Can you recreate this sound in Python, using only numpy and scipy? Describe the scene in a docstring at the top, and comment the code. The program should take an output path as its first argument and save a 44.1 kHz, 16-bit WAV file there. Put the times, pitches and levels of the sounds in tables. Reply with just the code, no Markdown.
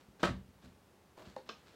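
"""A hard plastic tool case on a wooden bench in a small workshop, as a close microphone would hear it.
Over quiet room tone come a faint finger rub, a light bump and a tiny hook click; then a latch snaps over
and the hollow shell clatters and rocks on the bench. Bumps, rubs and a faint hinge drag follow, then the
second latch gives a hollow tock and a light, bright click, and soft rubs close the scene.
Blows are damped modes plus noise cracks; rubs and drags are tiny slips over hiss; room tone is noise."""
import sys
import numpy as np
from scipy import signal
from scipy.fft import rfft, irfft, next_fast_len
from scipy.io import wavfile

SR = 44100
rng = np.random.default_rng(int(sys.argv[2]) if len(sys.argv) > 2 else 0)


def wav_record(signal):
    """Record a signal, one row per channel, as 16-bit PCM in the file named by sys.argv[1]."""
    frames = np.transpose(np.atleast_2d(signal))
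    bounded = np.clip(frames, -1, 1)
    # unit amplitude maps onto the largest positive 16-bit level
    quanta = np.round(bounded * 32767).astype(np.int16)
    wavfile.write(sys.argv[1], SR, quanta)


N = 77175
T = np.arange(SR // 2) / SR  # time axis of one blow or room tail, s

# Workshop room tone spectrum: pitch_hz, level_db
ROOM_TONE_SPECTRUM = [(15, -63), (25, -28), (75, -2.5), (116, -6.5), (198, -4), (322, -8.5), (378, -7),
                      (537, -9), (666, -13), (826, -11.5), (1450, -18), (1570, -18.5), (15500, -34)]
# Reverberation of the workshop: pitch_hz, t60_s
ROOM_DECAY = [(80, 0.41), (300, 0.28), (1200, 0.23), (4000, 0.26), (8000, 0.23), (14000, 0.17)]
# Finger strokes along the plastic: start_s, length_s, level_db
FINGER_RUBS = [(-.01, 0.011, -65), (.192, 0.057, -55), (.615, 0.042, -62), (1.165, 0.063, -61.5),
               (1.245, 0.068, -61), (1.455, 0.032, -63), (1.56, 0.084, -69), (1.655, .12, -65)]
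# Spectrum of fingers on plastic: pitch_hz, level_db
RUB_SPECTRUM = [(60, -9), (200, 4), (550, 1), (900, -5.5), (1400, -2.5), (2200, -7), (4300, -9),
                (6000, -16.5), (7800, -17.5), (9500, -32), (15000, -32)]
# Bumps of the case on the bench: start_s, level_db
BENCH_BUMPS = [(.078, -57), (.236, -42), (0.278, -36), (0.3012, -33.5), (.319, -37), (0.345, -44),
               (0.372, -58.5), (.482, -57), (0.549, -63), (.636, -53), (.664, -52), (.712, -61.5),
               (1.266, -50), (1.293, -63)]
# Modes of the bench: pitch_hz, level_db, t60_s
BENCH_MODES = [(58.5, -7, 0.29), (84.5, -2, 0.18), (128.8, -4.5, 0.25), (191.7, -1.5, .2),
               (248.6, -3, 0.15), (369.3, -12.5, 0.13)]
# Clicks of the latch hook: start_s, ring_level_db, crack_level_db
HOOK_CLICKS = [(.1955, -63.5, -63), (1.4908, -54.5, -40), (1.4937, -42, -51), (1.5005, -52.5, -48)]
# Modes of the latch hook: pitch_hz, level_db, t60_s
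HOOK_MODES = [(227, -9, 0.12), (345, -10, 0.068), (468, -3.5, 0.069), (1120, 8, 0.023), (1244, -0.5, .05),
              (1574, 2.5, 0.062), (2557, -1, 0.032), (3110, -10.5, 0.053), (3476, -4.5, 0.072),
              (4390, -13, .06), (4760, -11, 0.046)]
# Spectrum of the hook's crack: pitch_hz, level_db
HOOK_CRACK_SPECTRUM = [(150, -26), (450, -2.5), (800, -4), (1300, 1.5), (2100, -5.5), (2900, -0.5),
                       (4800, -3.5), (6800, -13), (8500, -31.5), (15000, -39)]
# Contacts of the big snap on the shell: start_s, ring_level_db, crack_level_db
SHELL_KNOCKS = [(.2308, -32, -26.5), (.2372, -32.5, -28), (.2435, -44, -31.5), (.2480, -39.5, -35),
                (.2535, -45, -30), (.2722, -39.5, -48), (.2905, -43.5, -46.5)]
# Modes of the hollow shell: pitch_hz, level_db, t60_s
SHELL_MODES = [(187.6, -2, 0.1), (343, -3.5, 0.082), (564.2, 5, .07), (667, -9, 0.1), (755, -8, 0.082),
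               (961, -2, 0.074), (1137, -8.5, 0.14), (1294, 3, 0.073), (1564, -2, 0.031), (1853, 0, 0.038),
               (2445, -12, 0.096), (3146, -12, 0.074), (3830, -17, .08)]
# Spectrum of the shell's crack: pitch_hz, level_db
SHELL_CRACK_SPECTRUM = [(80, -17), (250, 0), (700, -4), (1700, -5), (2300, -9.5), (4200, -12.5),
                        (5500, -22.5), (7000, -22), (9500, -32.5), (15500, -43)]
# Stiff drags of the lever in its hinge: start_s, length_s, level_db
HINGE_DRAGS = [(.915, .015, -71.5), (1.166, 0.044, -55)]
# Spectrum of the dragging hinge: pitch_hz, level_db
HINGE_SPECTRUM = [(150, -15.5), (290, -8), (360, 5.5), (480, -20), (630, 3), (760, -12), (1000, -9.5),
                  (1500, -20.5), (5000, -40)]
# Soft blows on the latch lever: start_s, ring_level_db, crack_level_db
LEVER_TOCKS = [(1.174, -53.5, -54.5), (1.3636, -38, -44.5)]
# Modes of the latch lever: pitch_hz, level_db, t60_s
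LEVER_MODES = [(217.6, -12.5, 0.11), (521.3, 1, 0.17), (614, -3, 0.048), (821, -6, 0.075),
               (930, -11, 0.055), (1070, -2.5, 0.039), (1780, -18, 0.063), (2070, -25, .06)]
# Spectrum of the lever's crack: pitch_hz, level_db
LEVER_CRACK_SPECTRUM = [(100, -25), (400, 4.5), (1000, 2), (1600, -8), (4000, -14), (8000, -24),
                        (15000, -45)]

ROOM_TONE_DB = -65.5
WALL_DELAY_S = 0.0069  # first reflection, about 2.4 m of extra path
RUB_RISE_S, RUB_FALL_DB_PER_S = 0.013, 218
SLIPS_PER_S, SLIP_POWER_SHARE = 900, 0.44
TOP_HZ = 15850


def amp(db):
    """Gain of a level in dB."""
    return 10 ** (np.asarray(db) / 20)


def unit(x):
    """Scale x to rms 1."""
    return x / np.sqrt(np.mean(x ** 2) + 1e-20)


def along(points, hz):
    """Read (pitch_hz, value) points on a log pitch axis."""
    point_hz, value = np.transpose(points)
    return np.interp(np.log(hz + 1), np.log(point_hz + 1), value)


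def fade(t60, t):
    """Exponential decay, down 60 dB after t60 seconds."""
    return np.exp(-np.log(1000) * t / np.maximum(t60, 1e-4))


def add(track, start_s, sound):
    """Mix a sound into the track at its start time."""
    i = max(round(start_s * SR), 0)
    track[i:i + len(sound)] += sound[:N - i]


def colour(x, spectrum, size=8192):
    """Minimum-phase filter of unit energy with the given spectrum."""
    gain = amp(along(spectrum, np.fft.rfftfreq(size, 1 / SR)))
    cepstrum = irfft(np.log(gain))
    # folding the cepstrum onto positive times makes the filter causal
    cepstrum[1:size // 2] *= 2
    cepstrum[size // 2 + 1:] = 0
    impulse = irfft(np.exp(rfft(cepstrum)))
    return signal.fftconvolve(x, impulse / np.linalg.norm(impulse))[:len(x)]


def in_room(x, wet_db):
    """The direct sound plus the workshop's short, diffuse answer, decaying by pitch."""
    hz, t, z = signal.stft(rng.standard_normal(len(T)), SR, nperseg=256)
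    decaying = z * fade(along(ROOM_DECAY, hz)[:, None], t)
    tail = signal.istft(decaying, SR, nperseg=256)[1][:len(T)]
    # silent up to the wall delay, full at twice that delay
    tail *= np.clip(T / WALL_DELAY_S - 1, 0, 1)
    wet = signal.fftconvolve(x, tail / np.linalg.norm(tail))[:len(x)]
    return x + amp(wet_db) * wet


def ring(modes, attack_s, scatter_db):
    """Damped modes, their levels a little different at every blow."""
    tones = np.zeros(len(T))
    for k, (pitch_hz, level_db, t60_s) in enumerate(modes):
        gain = (-1) ** k * amp(level_db + scatter_db * rng.normal())
        tones += gain * fade(t60_s, T) * np.sin(2 * np.pi * pitch_hz * T)
    return tones * (1 - np.exp(-T / attack_s))


def blows(rows, modes, spectrum, crack_t60, attack_s, ring_wet_db, crack_wet_db):
    """Each contact rings the part's main modes and a noise crack of dense, short-lived ones."""
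    out = np.zeros(N)
    for start_s, ring_db, crack_db in rows:
        tone = in_room(ring(modes, attack_s, scatter_db=2), ring_wet_db)
        burst = rng.standard_normal(len(T)) * fade(crack_t60, T)
        crack = in_room(colour(burst, spectrum), crack_wet_db)
        add(out, start_s, amp(ring_db) * tone + amp(crack_db) * crack)
    return out


def friction(strokes, spectrum):
    """Tiny slips over a smooth hiss; each stroke rises, holds and dies away."""
    t = np.arange(N) / SR
    level = np.zeros(N)
    for start_s, length_s, level_db in strokes:
        rise = np.clip((t - start_s) / RUB_RISE_S, 0, 1)
        past_end_s = np.maximum(t - start_s - length_s, 0)
        level += rise * amp(level_db - RUB_FALL_DB_PER_S * past_end_s)
    slips = unit((rng.random(N) < SLIPS_PER_S / SR) * rng.standard_normal(N))
    hiss = rng.standard_normal(N)
    grain = np.sqrt(SLIP_POWER_SHARE) * slips + np.sqrt(1 - SLIP_POWER_SHARE) * hiss
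    return colour(level * grain, spectrum)


def room_tone():
    """The quiet workshop: steady noise shaped by the room tone spectrum."""
    return amp(ROOM_TONE_DB) * unit(colour(rng.standard_normal(N), ROOM_TONE_SPECTRUM))


def finger_rubs():
    """Fingers slip in tiny steps along the plastic."""
    return friction(FINGER_RUBS, RUB_SPECTRUM)


def bench_bumps():
    """The case rocks on the bench, whose low modes answer in dull, slow-starting bumps."""
    out = np.zeros(N)
    for start_s, level_db in BENCH_BUMPS:
        bump = ring(BENCH_MODES, attack_s=0.0048, scatter_db=1.0)
        add(out, start_s, amp(level_db) * in_room(bump, wet_db=-12.5))
    return out


def hook_clicks():
    """The small latch hook clicks free, ringing light and bright."""
    return blows(HOOK_CLICKS, HOOK_MODES, HOOK_CRACK_SPECTRUM, crack_t60=0.032,
                 attack_s=0.00047, ring_wet_db=-12.5, crack_wet_db=-5.5)


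def shell_clatter():
    """The snap makes the two halves of the hollow case clatter."""
    return blows(SHELL_KNOCKS, SHELL_MODES, SHELL_CRACK_SPECTRUM, crack_t60=0.033,
                 attack_s=0.0005, ring_wet_db=-17, crack_wet_db=-5)


def hinge_drags():
    """The lever drags stiffly in its hinge, slipping in tiny steps."""
    return friction(HINGE_DRAGS, HINGE_SPECTRUM)


def lever_tocks():
    """Soft blows set the latch lever ringing in hollow tocks."""
    return blows(LEVER_TOCKS, LEVER_MODES, LEVER_CRACK_SPECTRUM, crack_t60=0.031,
                 attack_s=0.00072, ring_wet_db=-16, crack_wet_db=-1)


def scene():
    """Case, latch and fingers over the quiet room tone, on one microphone channel."""
    tone = room_tone()
    case = shell_clatter() + bench_bumps()
    latch = lever_tocks() + hook_clicks()
    rubbing = finger_rubs() + hinge_drags()
    return (tone + case + latch + rubbing)[None]


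def record(dry):
    """The recorder keeps nothing at or above its band limit."""
    m = next_fast_len(N + SR // 2)
    in_band = np.fft.rfftfreq(m, 1 / SR) < TOP_HZ
    return irfft(rfft(dry, m) * in_band, m)[..., :N]


dry = scene()
out = record(dry)
wav_record(out)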